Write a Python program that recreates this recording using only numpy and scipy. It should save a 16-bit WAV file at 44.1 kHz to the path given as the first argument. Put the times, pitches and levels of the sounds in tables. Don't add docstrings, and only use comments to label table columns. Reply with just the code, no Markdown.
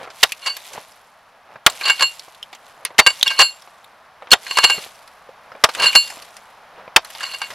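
import sys
import numpy as np
from scipy import signal
from scipy.fft import rfft, irfft, next_fast_len
from scipy.io import wavfile
from scipy.ndimage import uniform_filter1d

SR = 44100
rng = np.random.default_rng(int(sys.argv[2]) if len(sys.argv) > 2 else 0)


def bounce(signal):
    frames = np.transpose(np.atleast_2d(signal))
    limited = np.clip(frames, -1, 1)
    pcm = np.round(limited * 32767).astype(np.int16)
    wavfile.write(sys.argv[1], SR, pcm)


N = 332602
TIME = np.arange(N) / SR
AGE = TIME[:SR * 2 // 5]

# frequency in Hz, level in dB.
AIR_TONE = [(25, -15.5), (90, -13), (200, -11.5), (350, -16.5), (650, 0.5), (1100, 0), (1700, -5.5),
            (3200, -15.5), (5500, -22.5), (8000, -36), (11000, -29.5), (15500, -40.5)]
BEDDING_TONE = [(30, -22.5), (150, -4), (330, -4.5), (550, 8.5), (1200, 5.5), (2500, -5), (5000, -19),
                (10000, -44)]
SPRAY_TONE = [(800, -21.5), (2000, 7), (3500, 8.5), (6000, 3.5), (8500, 0), (11500, 2), (13500, -9),
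              (15500, -16.5)]
GRIT_TONE = [(40, -40.5), (200, -14.5), (500, -3), (1000, 4), (2500, 5), (5000, -3), (10000, -20),
             (15000, -31)]
CRUNCH_TONE = [(30, -26.5), (200, -30.5), (450, -0.5), (1000, 6), (2500, 4.5), (5000, 1.5), (10000, -10.5),
               (15000, -25.5)]
CRACK_TONE = [(30, -29), (200, -20.5), (400, -3.5), (700, 1.5), (1500, -1), (3000, 2), (5000, -3),
              (9000, -16.5), (15000, -33)]
# frequency in Hz, t60 (seconds to fade by 60 dB).
ECHO_FADE = [(150, 0.11), (1000, 0.041), (4000, 0.1), (12000, 0.047)]
CRACK_FADE = [(100, 0.014), (350, 0.049), (900, 0.074), (2000, 0.039), (5000, 0.012), (12000, 0.031)]
# frequency in Hz, level of the sides against the middle in dB.
WIDTH = [(50, -26), (600, -34.5), (1200, -27), (2500, -19), (4500, -12.5), (8000, -4), (14000, -2.5)]
# time in seconds, level in dB.
AIR_SWELL = [(0, -48), (1.2, -51), (2.7, -49), (4, -49), (5.3, -47), (6.7, -46), (7.55, -45.5)]
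# peak time and half length in seconds, coarse and fine levels in dB.
RUSTLES = [(-0.005, .09, -34.5, -54.5), (0.234, .07, -52, -38), (0.672, 0.026, -62, -49),
           (0.764, 0.046, -38, -51), (1.521, .06, -46.5, -69.5), (1.732, .04, -43.5, -44),
           (2.676, .05, -74, -56), (2.82, 0.2, -50, -63), (4.32, 0.108, -45, -72), (4.75, 0.036, -43, -48),
           (4.829, 0.041, -48, -39.5), (5.563, .16, -49, -68), (5.818, 0.037, -25, -52),
           (6.186, 0.086, -52.5, -67.5), (6.797, 0.075, -45, -81), (7.54, 0.041, -39, -52.5)]
# start in seconds, level in dB, seconds at full strength.
SHOWERS = [(.27, -45, 0.26), (1.64, -39.5, 0.22), (2.96, -40.5, 0.2), (4.35, -36, 0.11), (5.6, -38, .25),
           (6.98, -42.5, 0.24)]
# start in seconds, level in dB.
KNOCKS = [(0.074, -26.5), (0.777, -22.5), (1.557, -27.5), (2.28, -32.5), (2.904, -29), (2.945, -32),
          (3.674, -32.5), (4.222, -24), (4.271, -30), (4.779, -19), (4.862, -30.5), (5.29, -32.5),
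          (5.518, -28), (5.55, -27), (5.688, -13.5), (6.122, -29), (6.17, -31), (6.78, -32), (6.877, -28.5)]
# start in seconds, body level in dB, tick level in dB.
CHIPS = [(.0296, -33.5, -59), (.044, -37, -59.5), (0.1017, -30, -55), (0.2921, -29.5, -40),
         (0.5665, -25.5, -28), (.7331, -38, -33.5), (0.918, -58, -44.5), (1.698, -35.5, -23.5),
         (1.8093, -20.5, -34.5), (1.9951, -16, -22.5), (2.3468, -44.5, -41.5), (2.5284, -28, -41.5),
         (2.5485, -34, -40.5), (2.8506, -15, -22), (3.6199, -44.5, -41), (3.8429, -57.5, -43),
         (4.4651, -21, -41.5), (5.0758, -45, -41.5), (5.69, -18.5, -36.5), (5.7483, -19, -26),
         (6.0744, -36, -33), (6.1012, -24, -32.5), (6.2225, -39, -35.5), (6.3666, -36, -36),
         (7.047, -27, -34), (7.102, -35, -34.5), (7.1493, -26, -36.5), (7.206, -19.5, -41),
         (7.5033, -22, -35.5)]
# start in seconds, level in dB, pitch in Hz, t60 in seconds,
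# click against the ring in dB.
CLINKS = [(0.3206, -16, 2570, 0.046, -2), (1.812, -19.5, 2382, .06, -14), (2.1953, -24, 4515, 0.027, -6),
          (2.4283, -20.5, 3120, 0.035, -13.5), (2.851, -7.5, 9570, 0.012, -11.5),
          (3.212, -12.5, 3350, 0.022, -23.5), (3.2287, 5, 3594, 0.019, -7.5),
          (3.278, -5.5, 3240, 0.043, -12), (5.93, -17.5, 2337, 0.054, -8), (7.386, -31, 7540, 0.02, -14)]
# pitch in Hz, level in dB, t60 in seconds when ringing freely.
STEEL_MODES = [
    [(890, -12, .17), (1592, 2, .13), (2231, -6, .26)],
    [(2789, 0, .27), (2869, -3, .2)],
    [(4032, -16, .19), (4307, -2, .29), (4312, -9, .3)],
    [(4542, 0, .28)],
    [(7362, -1, .45), (7367, -9, .45), (9570, -5, .14), (10138, -8, .45), (10190, -15, .45),
     (13100, -11, .25), (14970, -16, .25)],
]
# level in dB, extra dB at the tip, extra dB per dB of harder hit.
GROUP_SHARES = [(-8.5, -8.5, 0), (1.5, 1, 0), (-9, 10.5, 0.39), (-0.5, 4.5, 0), (-17, 3.5, 0.4)]
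SINGING_DB = [-7.5, 2.5, 2, -5, -12.5]
# centre in Hz, width in Hz, boost in dB.
PRESSED_MODES = [(1078, 120, 8.5), (1645, 170, 6.5), (2200, 120, 6), (2836, 99, 17.5), (4440, 640, 8),
                 (7300, 980, 4.5), (9660, 810, 7)]
# start and length in seconds, grit and singing levels in dB.
DRAGS = [(0.425, 0.06, -24.5, -26.5), (1.821, 0.069, -13, -20.5), (1.995, 0.018, -20, -13.5),
         (3.064, .035, -24.5, -43), (3.238, 0.087, -22, -26.5), (3.389, 0.019, -20.5, -5.5),
         (4.465, .045, -30.5, -27), (4.56, 0.018, -25, -16.5), (4.628, 0.0071, -13.5, -11),
         (4.665, .06, -27, -18.5), (5.798, 0.068, -11.5, -12.5), (5.928, .02, -23, -23.5),
         (7.191, 0.06, -24, -31.5), (7.275, 0.042, -35, -30.5), (7.413, .02, -25, -31)]
# start in seconds, crunch in dB, contact in seconds,
# share of the free ring time, ring in dB, spot hit (-1 near the handle, 1 at the tip), extra ping in dB.
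CLANGS = [(0.46, -20, .02, 0.46, -22.5, -.3, 2.5), (.495, -31.5, 0.0073, 0.54, -29, 0, 6.5),
          (1.854, -19, .005, .33, -17, 0.89, -5.5), (1.875, -20.5, .013, .8, -18.5, .2, -7),
          (1.897, -12.5, .007, 0.38, -9, -1, -8), (2.008, -12.5, 0.0017, 0.83, -26, 0.89, -4),
          (2.022, -11, 0.0077, 0.63, -11.5, 0.52, -15), (2.998, -20.5, 0.0086, 1, -31, 1, 3),
          (3.0633, -5.5, .011, 0.36, -6, -0.95, -2), (3.103, -21.5, .0034, 0.18, -20, -0.5, 5),
          (3.261, -25.5, 0.01, .35, -14.5, -0.57, -6.5), (3.302, -22.5, 0.013, 1, -28.5, -1.8, -8.5),
          (3.390, -7.5, 0.032, .6, -12, 0.68, -6.5), (4.3153, -9.5, .0038, .16, -3, 1, -11.5),
          (4.51, -19, 0.0019, 0.32, -22, 0.27, -6), (4.571, -10, 0.005, 0.9, -27.5, -0.8, -9),
          (4.585, -4, 0.0024, 0.77, -19, -0.094, -22.5), (4.639, -5, .0081, 0.38, -5, -.2, -9),
          (4.698, -14, 0.0079, 0.67, -13, -0.041, -22), (5.798, -17.5, .003, 0.34, -14.5, -0.23, -19.5),
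          (5.820, -17, .028, 0.22, -19, -0.81, -11), (5.858, -21, 0.0061, 0.29, -8, .1, -10),
          (5.9512, -5.5, 0.0083, 0.77, -6.5, .9, -7.5), (7.23, -25, 0.01, 0.32, -28, -0.24, 2.5),
          (7.336, -29, 0.012, 0.39, -29.5, -.4, -2), (7.416, -19, .0028, 0.42, -26, -1.4, -1)]
# start in seconds, level in dB, crushing time in seconds,
# brightness in dB per octave, two pitches of the breaking slab in Hz, slab against the crack in dB.
CHOPS = [(0.2292, -13, 0.0011, 2.9, 2580, 4060, -3.5), (0.2309, -0.5, 0.0063, 2.9, 1976, 2628, -4.5),
         (1.6636, 5, 0.0031, 2.8, 1357, 2930, -2.5), (2.982, -14, 0.0062, 4.7, 2138, 3057, -18),
         (2.989, -1.5, 0.012, 0.84, 2113, 1775, -2), (4.306, -24.5, 0.012, 6.1, 2654, 4280, -25.5),
         (4.317, -10.5, 0.011, 3.2, 2266, 3450, -12.5), (4.3306, -3, 0.0064, 1.3, 3130, 1452, 4.5),
         (5.6386, -0.5, 0.0064, 0.86, 1237, 1959, -5.5), (6.962, 1.5, 0.0043, 1.3, 2568, 1586, 1)]

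FLIGHT_S, SETTLE_DB_PER_S = 0.2, 53
STIRRED_DB, TRICKLE_DB = -13, -71
STRAYS_PER_SHOWER, STRAY_SPREAD_S, STRAY_DB = 3, 0.25, -47.5
GRIP_DB_PER_S, STRAIN_DB, SLIP_DB_PER_S = 703, 10, 301
USUAL_RING_DB, PING_GROUP = -9, 3
TOP_HZ = 15800


def amp(db):
    return np.exp(np.asarray(db) * (np.log(10) / 20))


def unit(x):
    return x / np.sqrt(np.mean(x ** 2) + 1e-20)


def along(points, hz):
    freqs, values = np.transpose(points)
    return np.interp(np.log(hz + 1), np.log(freqs + 1), values)


def filtered(x, response):
    n = x.shape[-1]
    padded = next_fast_len(n + 4096)
    return irfft(rfft(x, padded) * response(np.fft.rfftfreq(padded, 1 / SR)), padded)[..., :n]


def add(track, start, x):
    i = max(round(start * SR), 0)
    track[..., i:i + x.shape[-1]] += x[..., :max(N - i, 0)]


def coloured(pair, gain_db):
    mid, side = filtered(pair, lambda hz: amp([gain_db(hz), gain_db(hz) + along(WIDTH, hz)]))
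    return unit(np.array([mid + side, mid - side]))


def noise(samples, gain_db):
    return coloured(rng.standard_normal((2, samples)), gain_db)


def distant_air():
    level_db = np.interp(TIME, *np.transpose(AIR_SWELL))
    return amp(level_db) * noise(N, lambda hz: along(AIR_TONE, hz))


def pen_echo(x):
    hz, t, bands = signal.stft(noise(len(AGE), np.zeros_like), SR, nperseg=256)
    fade = amp(-60 * t / along(ECHO_FADE, hz)[:, None])
    tail = signal.istft(bands * fade, SR, nperseg=256)[1]
    return signal.fftconvolve(x, tail / np.linalg.norm(tail[0]), axes=1)[:, :N]


def fractures(rate, spread_db):
    breaks = rng.random(N) < rate / SR
    size = amp(spread_db * np.minimum(rng.exponential(size=N), 4))
    return breaks * size * np.array([rng.choice([-1, 1], N), rng.standard_normal(N)])


def grains(rate, spread_db, cycles):
    when, pitch, chance, side = rng.random((4, int(rate * N / SR), 1))
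    hz = 400 * 36 ** pitch
    size = hz * amp(spread_db * np.minimum(-np.log(1 - chance), 3))
    step = np.arange(128)
    turns = hz * step / SR
    pings = size * np.sin(2 * np.pi * turns) * np.exp(-turns / cycles) * (1 - step / len(step))
    positions = ((when * N).astype(int) + step).ravel()
    mid_and_side = (pings, pings * np.sqrt(3) * (2 * side - 1))
    return unit(np.array([np.bincount(positions, x.ravel(), N)[:N] for x in mid_and_side]))


def shower(start, hold):
    t = TIME - start
    return np.clip(t / FLIGHT_S, 0, 1) * amp(-SETTLE_DB_PER_S * np.maximum(t - FLIGHT_S - hold, 0))


def debris():
    falling = amp(TRICKLE_DB) + sum(amp(db) * shower(start, hold) for start, db, hold in SHOWERS)
    coarse, fine = sum(amp([[coarse_db], [fine_db]]) * np.exp(-((TIME - peak) / half) ** 2)
                       for peak, half, coarse_db, fine_db in RUSTLES)
    patter = amp(-1.5) * grains(rate=970, spread_db=5, cycles=2.5)
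    tinkles = amp(-10.5) * grains(rate=130, spread_db=-2, cycles=5)
    dust = amp(3) * unit(fractures(rate=3800, spread_db=4.5))
    ticks = amp(-6) * unit(fractures(rate=65, spread_db=3.5))
    spray = coloured(patter + tinkles + dust + ticks, lambda hz: along(SPRAY_TONE, hz))
    bedding = coloured(fractures(rate=1200, spread_db=2), lambda hz: along(BEDDING_TONE, hz))
    return (falling + fine) * spray + (amp(STIRRED_DB) * falling + coarse) * bedding


def impact(tone, t60, uneven_db):
    t = AGE[:SR // 12]
    shape = np.column_stack([np.geomspace(200, 16000, 24), uneven_db * rng.standard_normal(24)])
    burst = noise(len(t), lambda hz: along(tone, hz) + along(shape, hz))
    return burst * amp(-60 * t / t60) * (1 - np.exp(-t / 0.00098))


def knocks():
    out = np.zeros((2, N))
    for start, db in KNOCKS:
        add(out, start, amp(db - 1) * impact(BEDDING_TONE, t60=0.041, uneven_db=5))
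    return out


def chips():
    out = np.zeros((2, N))
    strays = [(start + FLIGHT_S + STRAY_SPREAD_S * rng.random(), *rng.normal(STRAY_DB, 2.3, size=2))
              for start, _, _ in SHOWERS for _ in range(STRAYS_PER_SHOWER)]
    for start, body_db, tick_db in CHIPS + strays:
        add(out, start, amp(body_db - 4) * impact(GRIT_TONE, t60=0.072, uneven_db=4.5))
        add(out, start, amp(tick_db + 6) * impact(SPRAY_TONE, t60=0.029, uneven_db=6.5))
    return out


def shard(pitch_hz, t, flutter):
    drift = unit(uniform_filter1d(rng.standard_normal(len(t)), size=40))
    return np.sin(2 * np.pi * np.cumsum(pitch_hz * (1 + flutter * drift)) / SR)


def clinks():
    out = np.zeros((2, N))
    t = AGE[:SR // 8]
    for start, db, pitch, t60, click_db in CLINKS:
        tones = shard(pitch, t, flutter=0.076) + amp(-14) * shard(1.7 * pitch, t, flutter=0.047)
        ring = tones * amp(-60 * t / t60)
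        click = noise(len(t), lambda hz: along(SPRAY_TONE, hz)) * amp(click_db - 60 * t / (0.66 * t60))
        add(out, start, amp(db) * (ring + click))
    return out


def steel_ring(groups_db, free):
    modes = [(hz, db + gain, t60) for group, gain in zip(STEEL_MODES, groups_db) for hz, db, t60 in group]
    hz, db, t60 = np.transpose(modes)[:, :, None]
    phase = 2 * np.pi * hz * (AGE + rng.uniform(0, 0.0025))
    skew = np.arctan(amp(along(WIDTH, hz))) * rng.choice([-1, 1])
    fade = amp(db - 60 * AGE / (t60 * free))
    return np.array([(fade * np.sin(phase + skew)).sum(0), (fade * np.sin(phase - skew)).sum(0)])


def clank(hz):
    peaks = sum(amp(db) ** 2 / (1 + (2 * (hz - centre) / width) ** 2) ** 2
                for centre, width, db in PRESSED_MODES)
    return 10 * np.log10(1 + peaks)


def pull(start, length):
    t = TIME - start
    grip_db = GRIP_DB_PER_S * np.minimum(t, 0)
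    strain_db = STRAIN_DB * (np.clip(t / length, 0, 1) - 1)
    slip_db = SLIP_DB_PER_S * np.maximum(t - length, 0)
    return amp(np.maximum(grip_db + strain_db - slip_db, -120))


def drags():
    grit, singing = sum(amp([[grit_db], [singing_db]]) * pull(start, length)
                        for start, length, grit_db, singing_db in DRAGS)
    crystals = grains(rate=1800, spread_db=0, cycles=6.6)
    snaps = unit(crystals + amp(-10) * unit(fractures(rate=2800, spread_db=-4)))
    scrape = amp(-6.5) * grit * coloured(snaps, lambda hz: along(GRIT_TONE, hz) + clank(hz))
    ring = steel_ring(SINGING_DB, free=0.29)
    song = signal.fftconvolve((singing * snaps[0])[None], ring / np.linalg.norm(ring[0]), axes=1)[:, :N]
    return scrape + amp(-5) * song


def crush(gain_db, contact):
    t = AGE[:SR // 6]
    hz, times, bands = signal.stft(noise(len(t), gain_db), SR, nperseg=128)
    fade = amp(-60 * np.maximum(times - contact, 0) / along(CRACK_FADE, hz)[:, None])
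    crumble = signal.istft(bands * fade, SR, nperseg=128)[1][:, :len(t)]
    return crumble * (1 - np.exp(-t / 0.00052))


def clangs():
    out = np.zeros((2, N))
    share_db, tip_db, hardening = np.transpose(GROUP_SHARES)
    for start, crunch_db, contact, free, ring_db, spot, ping_db in CLANGS:
        add(out, start, amp(crunch_db) * crush(lambda hz: along(CRUNCH_TONE, hz) + clank(hz), contact))
        groups_db = ring_db + share_db + spot * tip_db + hardening * (ring_db - USUAL_RING_DB)
        groups_db[PING_GROUP] += ping_db
        swell = np.sqrt(np.minimum(AGE / contact, 1)) * amp(60 * np.minimum(AGE, contact) / (0.26 * free))
        add(out, start, swell * steel_ring(groups_db, free))
    return out


def chops():
    out = np.zeros((2, N))
    t = AGE[:SR // 10]
    for start, db, contact, tilt, first_hz, second_hz, slab_db in CHOPS:
        crack = crush(lambda hz: along(CRACK_TONE, hz) + tilt * np.log2(np.maximum(hz, 500) / 2000),
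                      contact)
        add(out, start, amp(db) * crack)
        slab = shard(first_hz, t, flutter=0.08) + amp(-3) * shard(second_hz, t, flutter=0.08)
        add(out, start, amp(db + slab_db - 60 * np.maximum(t - contact, 0) / 0.012) * slab)
    return out


def scene():
    work = chops() + clangs() + drags() + clinks() + chips() + knocks()
    nearby = work + amp(-20.5) * pen_echo(work) + debris()
    return nearby * amp([[-0.2], [0.2]]) + distant_air()


def record(dry):
    flattened = np.clip(dry, -1, 1)
    return filtered(flattened, lambda hz: 1 / np.sqrt(1 + (hz / TOP_HZ) ** 100))


dry = scene()
out = record(dry)
bounce(out)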